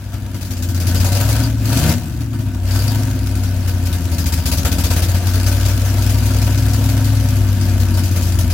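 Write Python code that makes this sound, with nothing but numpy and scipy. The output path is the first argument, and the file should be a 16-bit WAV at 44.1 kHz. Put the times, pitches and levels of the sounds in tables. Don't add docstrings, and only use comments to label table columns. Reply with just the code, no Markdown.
import sys
import numpy as np
from scipy import signal
from scipy.fft import rfft, irfft, next_fast_len
from scipy.io import wavfile
from scipy.ndimage import uniform_filter1d

SR = 44100
rng = np.random.default_rng(int(sys.argv[2]) if len(sys.argv) > 2 else 0)


def makeup_ratio(level_db):
    decades = np.asarray(level_db, float) / 20
    return 10 ** decades


def int16_out(signal):
    q = np.round(np.clip(np.atleast_2d(signal).T, -1, 1) * 32767)
    wavfile.write(sys.argv[1], SR, q.astype(np.int16))


N = 376173

# time_s, speed_cycles_per_s
ENGINE_SPEED = [(0.0, 12.399), (0.169, 12.38), (0.818, 11.053), (1.068, 11.535), (1.426, 14.023),
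                (1.676, 13.357), (1.971, 17.475), (2.113, 14.799), (2.315, 13.867), (2.621, 11.376),
                (2.934, 13.166), (3.382, 12.003), (4.432, 10.099), (5.35, 11.634), (5.563, 11.947),
                (7.12, 12.996), (7.631, 11.967), (8.53, 11.038)]
# time_s, load_db
BURN_LOAD = [(0, -12.5), (.4, -8.5), (.6, -6.5), (1.0, 2.5), (1.4, -2), (1.53, -5), (1.7, -1.5),
             (1.9, -1.5), (2.0, -16), (2.15, -10.5), (2.4, -5), (2.57, -6.5), (2.7, 0), (3.2, -3.5),
             (3.8, -2.5), (4.6, -1.5), (5.1, 0), (8.53, 0.5)]


def crankshaft():
    rate, load_db = curve(ENGINE_SPEED), curve(BURN_LOAD)
    cycle = 0.157 + np.cumsum(rate) / SR
    slot = np.floor(8 * cycle - 0.2).astype(int)
    fired = np.flatnonzero(np.diff(slot)) + 1
    return rate, load_db, cycle, fired, slot[fired] % 8


# pitch_hz, level_db
FIRING_TONE = [(82, -17), (92, -15.5), (105, -15), (115, -14.5), (125, -24), (137, -21)]
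# pitch_hz, level_db
BANK_TONE = [(51, -34), (56, -24.5), (60, -24), (65, -23), (72, -17), (86, -15.5)]
# pitch_hz, level_db
PAIR_TONE = [(102, -25), (112, -33), (118, -44), (126, -24), (138, -30), (160, -15), (172, -22)]
# beats_per_cycle, level_db (against the firing tone at idle)
WEAK_TONES = [(6, -43), (7, -14), (11, -48), (12, -46), (13, -33), (15, -26), (16, -19), (18, -18),
              (19, -13), (20, -22.5), (21, -18.5), (27, -38.5), (29, -34.5)]
# pitch_hz, level_db
PIPE_COLOUR = [(60, -17), (140, 3), (178, 2), (197, -19), (230, -11.5), (265, 1), (310, 4), (350, -6.5),
               (400, -20)]


def hum(cycle, rate, load_db):
    pipe_lag = 0.84
    firing_db = load_db + read(FIRING_TONE, 8 * rate)
    bank_db = load_db + read(BANK_TONE, 5 * rate)
    pair_db = load_db + read(PAIR_TONE, 10 * rate)
    weak_db = (firing_db + load_db - 16) / 2
    tones = [(8, firing_db), (5, bank_db), (10, pair_db)]
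    tones += [(k, weak_db + db + read(PIPE_COLOUR, k * rate)) for k, db in WEAK_TONES]
    drag = 1.5 * np.tanh((rate - 11.9) / 1.2)
    total = np.zeros(N)
    for k, db in tones:
        angle = 2 * np.pi * k * cycle - pipe_lag - drag * (k == 5)
        total += np.sqrt(2) * makeup_ratio(db) * np.cos(angle)
    return total


# time_s, depth (0 to 1)
LOPE_DEPTH = [(0, .3), (.4, .5), (.9, .4), (1.3, .2), (2, .2), (2.3, .3), (3, .1), (3.8, .2), (4.15, .7),
              (4.6, .9), (5, .7), (5.3, .3), (6, .1), (7.5, .1), (8.1, .4), (8.53, .3)]


def lope(at):
    lead_s = 0.006
    swell = struck(at - round(lead_s * SR), 1.0, rise_s=0.03, fall_s=0.028)
    swing = swell - uniform_filter1d(swell, size=SR // 8)
    return np.maximum(1 + 1.7 * curve(LOPE_DEPTH) * swing, 0)


# time_s,
# peak_db
STRONG_BURNS = [(.1306, -29.5), (.344, -27), (.4095, -24), (.4499, -26), (.5067, -21), (.5676, -24.5),
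                (.6235, -19), (.687, -22), (.746, -20), (.8, -18), (.8689, -14), (.9457, -15.5),
                (1.0006, -16), (1.046, -14), (1.1199, -16.5), (1.151, -16), (1.202, -15.5), (1.288, -15),
                (1.652, -20), (1.721, -19), (1.7689, -14.5), (1.8976, -17), (2.2054, -28), (2.3301, -34),
                (2.388, -28.5), (2.4563, -37), (2.5406, -39), (2.6314, -31), (2.7077, -23), (2.747, -20.5),
                (3.2615, -26), (3.3528, -23), (3.433, -22.5), (3.675, -18.5), (3.854, -20), (3.927, -18),
                 (4.1166, -20.5), (4.182, -16), (4.2585, -14.5), (4.322, -14.5), (4.376, -21),
                 (4.4563, -11), (4.515, -11), (4.573, -14.5), (4.6483, -11), (4.7167, -14), (4.783, -13.5),
                 (4.837, -11.5), (4.904, -13), (4.963, -13.5), (5.02, -14), (5.0853, -17.5), (5.144, -16.5),
                 (5.2679, -16.5), (5.335, -17.5), (5.463, -14), (8.113, -22.5), (8.1604, -16), (8.22, -17),
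                 (8.268, -19),
                (5.5149, -18), (5.6092, -23), (5.6516, -17.5), (5.6835, -17.5), (5.8501, -18.5),
                  (5.9703, -22), (6.0212, -20), (6.8404, -22), (7.2379, -25), (7.2863, -23), (7.3562, -23),
                  (7.6106, -21), (7.6844, -24), (7.799, -19.5), (7.94, -23), (7.973, -19), (8.035, -18),
                  (8.3215, -23), (8.3873, -17), (8.501, -17.5)]
# start_s, end_s, peak_db
SETTLED_IDLE = [
    (6.05, 7.15, -18),
]


def strong_burns(cycle):
    leader_s = 6.256
    alternate_db, stray_db, spread_db = -8, -7, 1.2
    turn = np.arange(-10, 30)
    leader_turns = cycle[round(leader_s * SR)] + turn
    stray_turns = leader_turns + 0.3 + 0.4 * rng.random(len(turn))
    leader_chance = alternate_db * (turn % 2) + spread_db * rng.standard_normal(len(turn))
    stray_chance = stray_db + spread_db * rng.standard_normal(len(turn))
    times = np.interp(np.r_[leader_turns, stray_turns], cycle, np.arange(N) / SR)
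    chances = np.r_[leader_chance, stray_chance]
    rows = STRONG_BURNS
    for start, end, db in SETTLED_IDLE:
        rows = rows + [(s, db + extra) for s, extra in zip(times, chances) if start <= s < end]
    s, peak_db = np.transpose(rows)
    fuller_db = -1.03 * np.minimum(peak_db + 22.5, 0)
    low_db = -10.5 + fuller_db + 3 * rng.standard_normal(len(s))
    return np.round(s * SR).astype(int), peak_db, low_db


# pitch_hz, level_db
RUMBLE_COLOUR = [(20, -40.5), (40, -26.5), (55, -1.5), (90, 0.5), (130, -6), (175, -9.5), (200, -14.5),
                 (250, -7), (310, -18), (350, -15), (420, -42), (600, -56)]
# speed_cycles_per_s, rumble_db (at idle load)
UNEVEN_BURNS = [(10, -23), (11.5, -24.5), (13, -24.5), (14.5, -22.5), (17, -18)]


def rumble(fired, rate, load_db):
    load_share, echo_s = 0.54, 0.21
    level_db = load_share * load_db + read(UNEVEN_BURNS, rate)
    thud = causal(read(RUMBLE_COLOUR, abs(np.fft.fftfreq(16384, 1 / SR))))
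    luck = rng.standard_normal(len(fired))
    burns = signal.lfilter([1], np.r_[1, np.zeros(7), -0.65], luck)
    mouths = np.zeros((2, N))
    mouths[np.arange(len(fired)) % 2, fired] = np.tanh(burns / 1.3)
    t = np.arange(SR // 3) / SR
    both, left, right = rng.standard_normal((3, 2, SR // 3))
    shed = np.array([both + 0.43 * left, both + 0.24 * right]) * makeup_ratio(-60 * t / echo_s)
    shed /= np.linalg.norm(shed[0, 0])
    shed[..., 0] = 1
    boom = signal.oaconvolve(mouths[None], shed, axes=2)[..., :N].sum(axis=1)
    return makeup_ratio(level_db + 1.5) * evened(signal.oaconvolve(boom, thud[None])[:, :N])


# time_s, flow_db
THROTTLE_FLOW = [(0, -46), (.73, -42), (.87, -34.5), (1.29, -28.5), (1.43, -29.5), (1.56, -42), (1.71, -28),
                 (1.9, -24), (2.0, -39.5), (2.27, -46), (2.64, -43.5), (2.7, -32.5), (2.83, -30),
                 (3.2, -38.5), (4.4, -36.5), (5.0, -34), (5.5, -31.5), (8.53, -36.5)]
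CYLINDER_PUFFS = [2, -13, 2, 6, -38.5, 2.5, -1.5, 4]
# pitch_hz, level_db (per Hz)
HISS_COLOUR = [(1000, -12), (1800, -8.5), (2430, -2.5), (3770, 0), (4570, 2.5), (7030, 1), (8670, -4),
               (10500, -1), (12100, 0), (13900, -4), (15000, -2.5), (15850, -2), (16000, -40), (16400, -70)]
# pitch_hz, level_db (per Hz)
BODY_COLOUR = [(250, -9), (340, -7.5), (420, -6), (520, -3.5), (750, -3), (830, -7.5), (1100, -9.5),
               (1600, -5), (2000, -11), (3000, -9.5), (5000, -21.5)]


def gas(fired, cylinder, at, peak_db, low_db):
    rush = makeup_ratio(2 * curve(THROTTLE_FLOW))
    luck_db = 6.1 * np.tanh(0.5 * rng.standard_normal(len(fired)))
    strength_db = np.take(CYLINDER_PUFFS, cylinder) + luck_db
    puffs = struck(fired, makeup_ratio(2 * strength_db), rise_s=0.00029, fall_s=0.0047)
    bright_chuffs = struck(at, makeup_ratio(2 * (peak_db - 13.5)), rise_s=0.00028, fall_s=0.032)
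    dull_chuffs = struck(at, makeup_ratio(2 * (peak_db + low_db - 8.0)), rise_s=0.0014, fall_s=0.027)
    bright = rush * (0.55 + 0.51 * puffs) + bright_chuffs * (1.6 + 0.41 * puffs)
    dull = rush ** 0.8 * makeup_ratio(-13.5) * (0.68 + 0.17 * puffs) + dull_chuffs
    hiss = np.sqrt(bright) * noise(HISS_COLOUR, patchy_db=2) * makeup_ratio(0.57)
    return hiss + np.sqrt(dull) * noise(BODY_COLOUR, patchy_db=1.5)


# pitch_hz, width_hz, level_db
RING_PITCHES = [(346, 16, 7), (481, 30, 6), (566, 20, 8), (632, 30, 7), (710, 20, 8), (940, 45, 11),
                (1186, 55, 4), (1345, 55, 5), (1508, 27, 8), (1650, 22, 5), (1744, 27, 5), (2094, 38, 5),
                (2520, 90, 4), (4750, 100, 4)]


def ringing(x):
    hz = abs(np.fft.fftfreq(16384, 1 / SR))
    rings = causal(sum(db / (1 + (2 * (hz - f) / width) ** 2) for f, width, db in RING_PITCHES))
    return signal.oaconvolve(x, rings[None])[:, :N]


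# time_s, peak_db
SHIELD_BUZZES = [
    (0.9542, -18),
    (1.0091, -29),
    (1.2032, -31),
    (1.4351, -17),
    (2.7087, -18.5),
    (2.7906, -19),
    (2.876, -15.5),
]


def buzz():
    s, peak_db = np.transpose(SHIELD_BUZZES)
    band = signal.butter(2, [4500, 5000], "band", fs=SR, output="sos")
    rattle = evened(signal.sosfilt(band, rng.standard_normal((2, N))))
    return rattle * struck(np.round(s * SR).astype(int), makeup_ratio(peak_db - 13.0), rise_s=0.0012, fall_s=0.035)


# pitch_hz, likeness (1 is the same)
LEFT_RIGHT_LIKENESS = [(60, 1.0), (110, 1.0), (200, 0.98), (380, 0.95), (700, 0.89), (1290, 0.61),
                       (2380, 0.29), (4400, -0.01), (8120, -0.01), (15000, -0.02)]


def noise(spectrum, patchy_db):
    frames, hz = N // 256 + 5, np.fft.rfftfreq(1024, 1 / SR)
    a, b, c, d, patches = rng.standard_normal((frames, 513, 5)).T
    patches = uniform_filter1d(patches, size=14, axis=0)
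    patches = evened(uniform_filter1d(patches, size=5, axis=1))
    same = np.clip(read(LEFT_RIGHT_LIKENESS, hz), 0, 1)[:, None]
    left = a + 1j * b
    right = same * left + np.sqrt(1 - same ** 2) * (c + 1j * d)
    z = np.array([left, right]) * makeup_ratio(read(spectrum, hz)[:, None] + patchy_db * patches)
    return evened(signal.istft(z, nperseg=1024, noverlap=768)[1][:, :N])


def struck(at, size, rise_s, fall_s):
    t, train = np.arange(SR // 4) / SR, np.zeros(N)
    np.add.at(train, at, size)
    shape = (1 - np.exp(-t / rise_s)) * np.exp(-(t / fall_s) ** 2)
    return np.maximum(signal.oaconvolve(train, shape / shape.max())[:N], 0)


def causal(gain_db):
    log_gain = np.log(makeup_ratio(gain_db))
    return np.fft.ifft(np.exp(np.conj(signal.hilbert(log_gain)))).real[:8192]


def evened(x):
    return x / np.sqrt(np.mean(x ** 2) + 1e-20)


def read(points, hz):
    f, value = np.transpose(points)
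    return np.interp(np.log(hz + 1), np.log(f + 1), value)


def curve(rows):
    s, value = np.transpose(rows)
    return np.interp(np.arange(N) / SR, s, value)


def scene():
    rate, load_db, cycle, fired, cylinder = crankshaft()
    at, peak_db, low_db = strong_burns(cycle)
    loping_hum = hum(cycle, rate, load_db) * lope(at)
    exhaust = ringing(gas(fired, cylinder, at, peak_db, low_db))
    return loping_hum + rumble(fired, rate, load_db) + exhaust + buzz()


def roll_off(x):
    return signal.sosfilt(signal.butter(12, 16810, fs=SR, output="sos"), x)


# pitch_hz, left_minus_right_db
LEFT_LEAN = [(60, 2.5), (180, 2.5), (550, 2.5), (1650, 2.0), (4970, 4.5), (15000, 4.5)]


def record(dry):
    size = next_fast_len(N)
    hz = np.fft.rfftfreq(size, 1 / SR)
    half_db = read(LEFT_LEAN, hz) / 2
    x = irfft(rfft(dry, size) * makeup_ratio([half_db, -half_db]), size)
    x = x / (1 + abs(x / 0.95) ** 6) ** (1 / 6)
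    x = irfft(rfft(x) * (hz < 16000), size)[:, :N]
    return roll_off(x)


dry = scene()
out = record(dry)
int16_out(out)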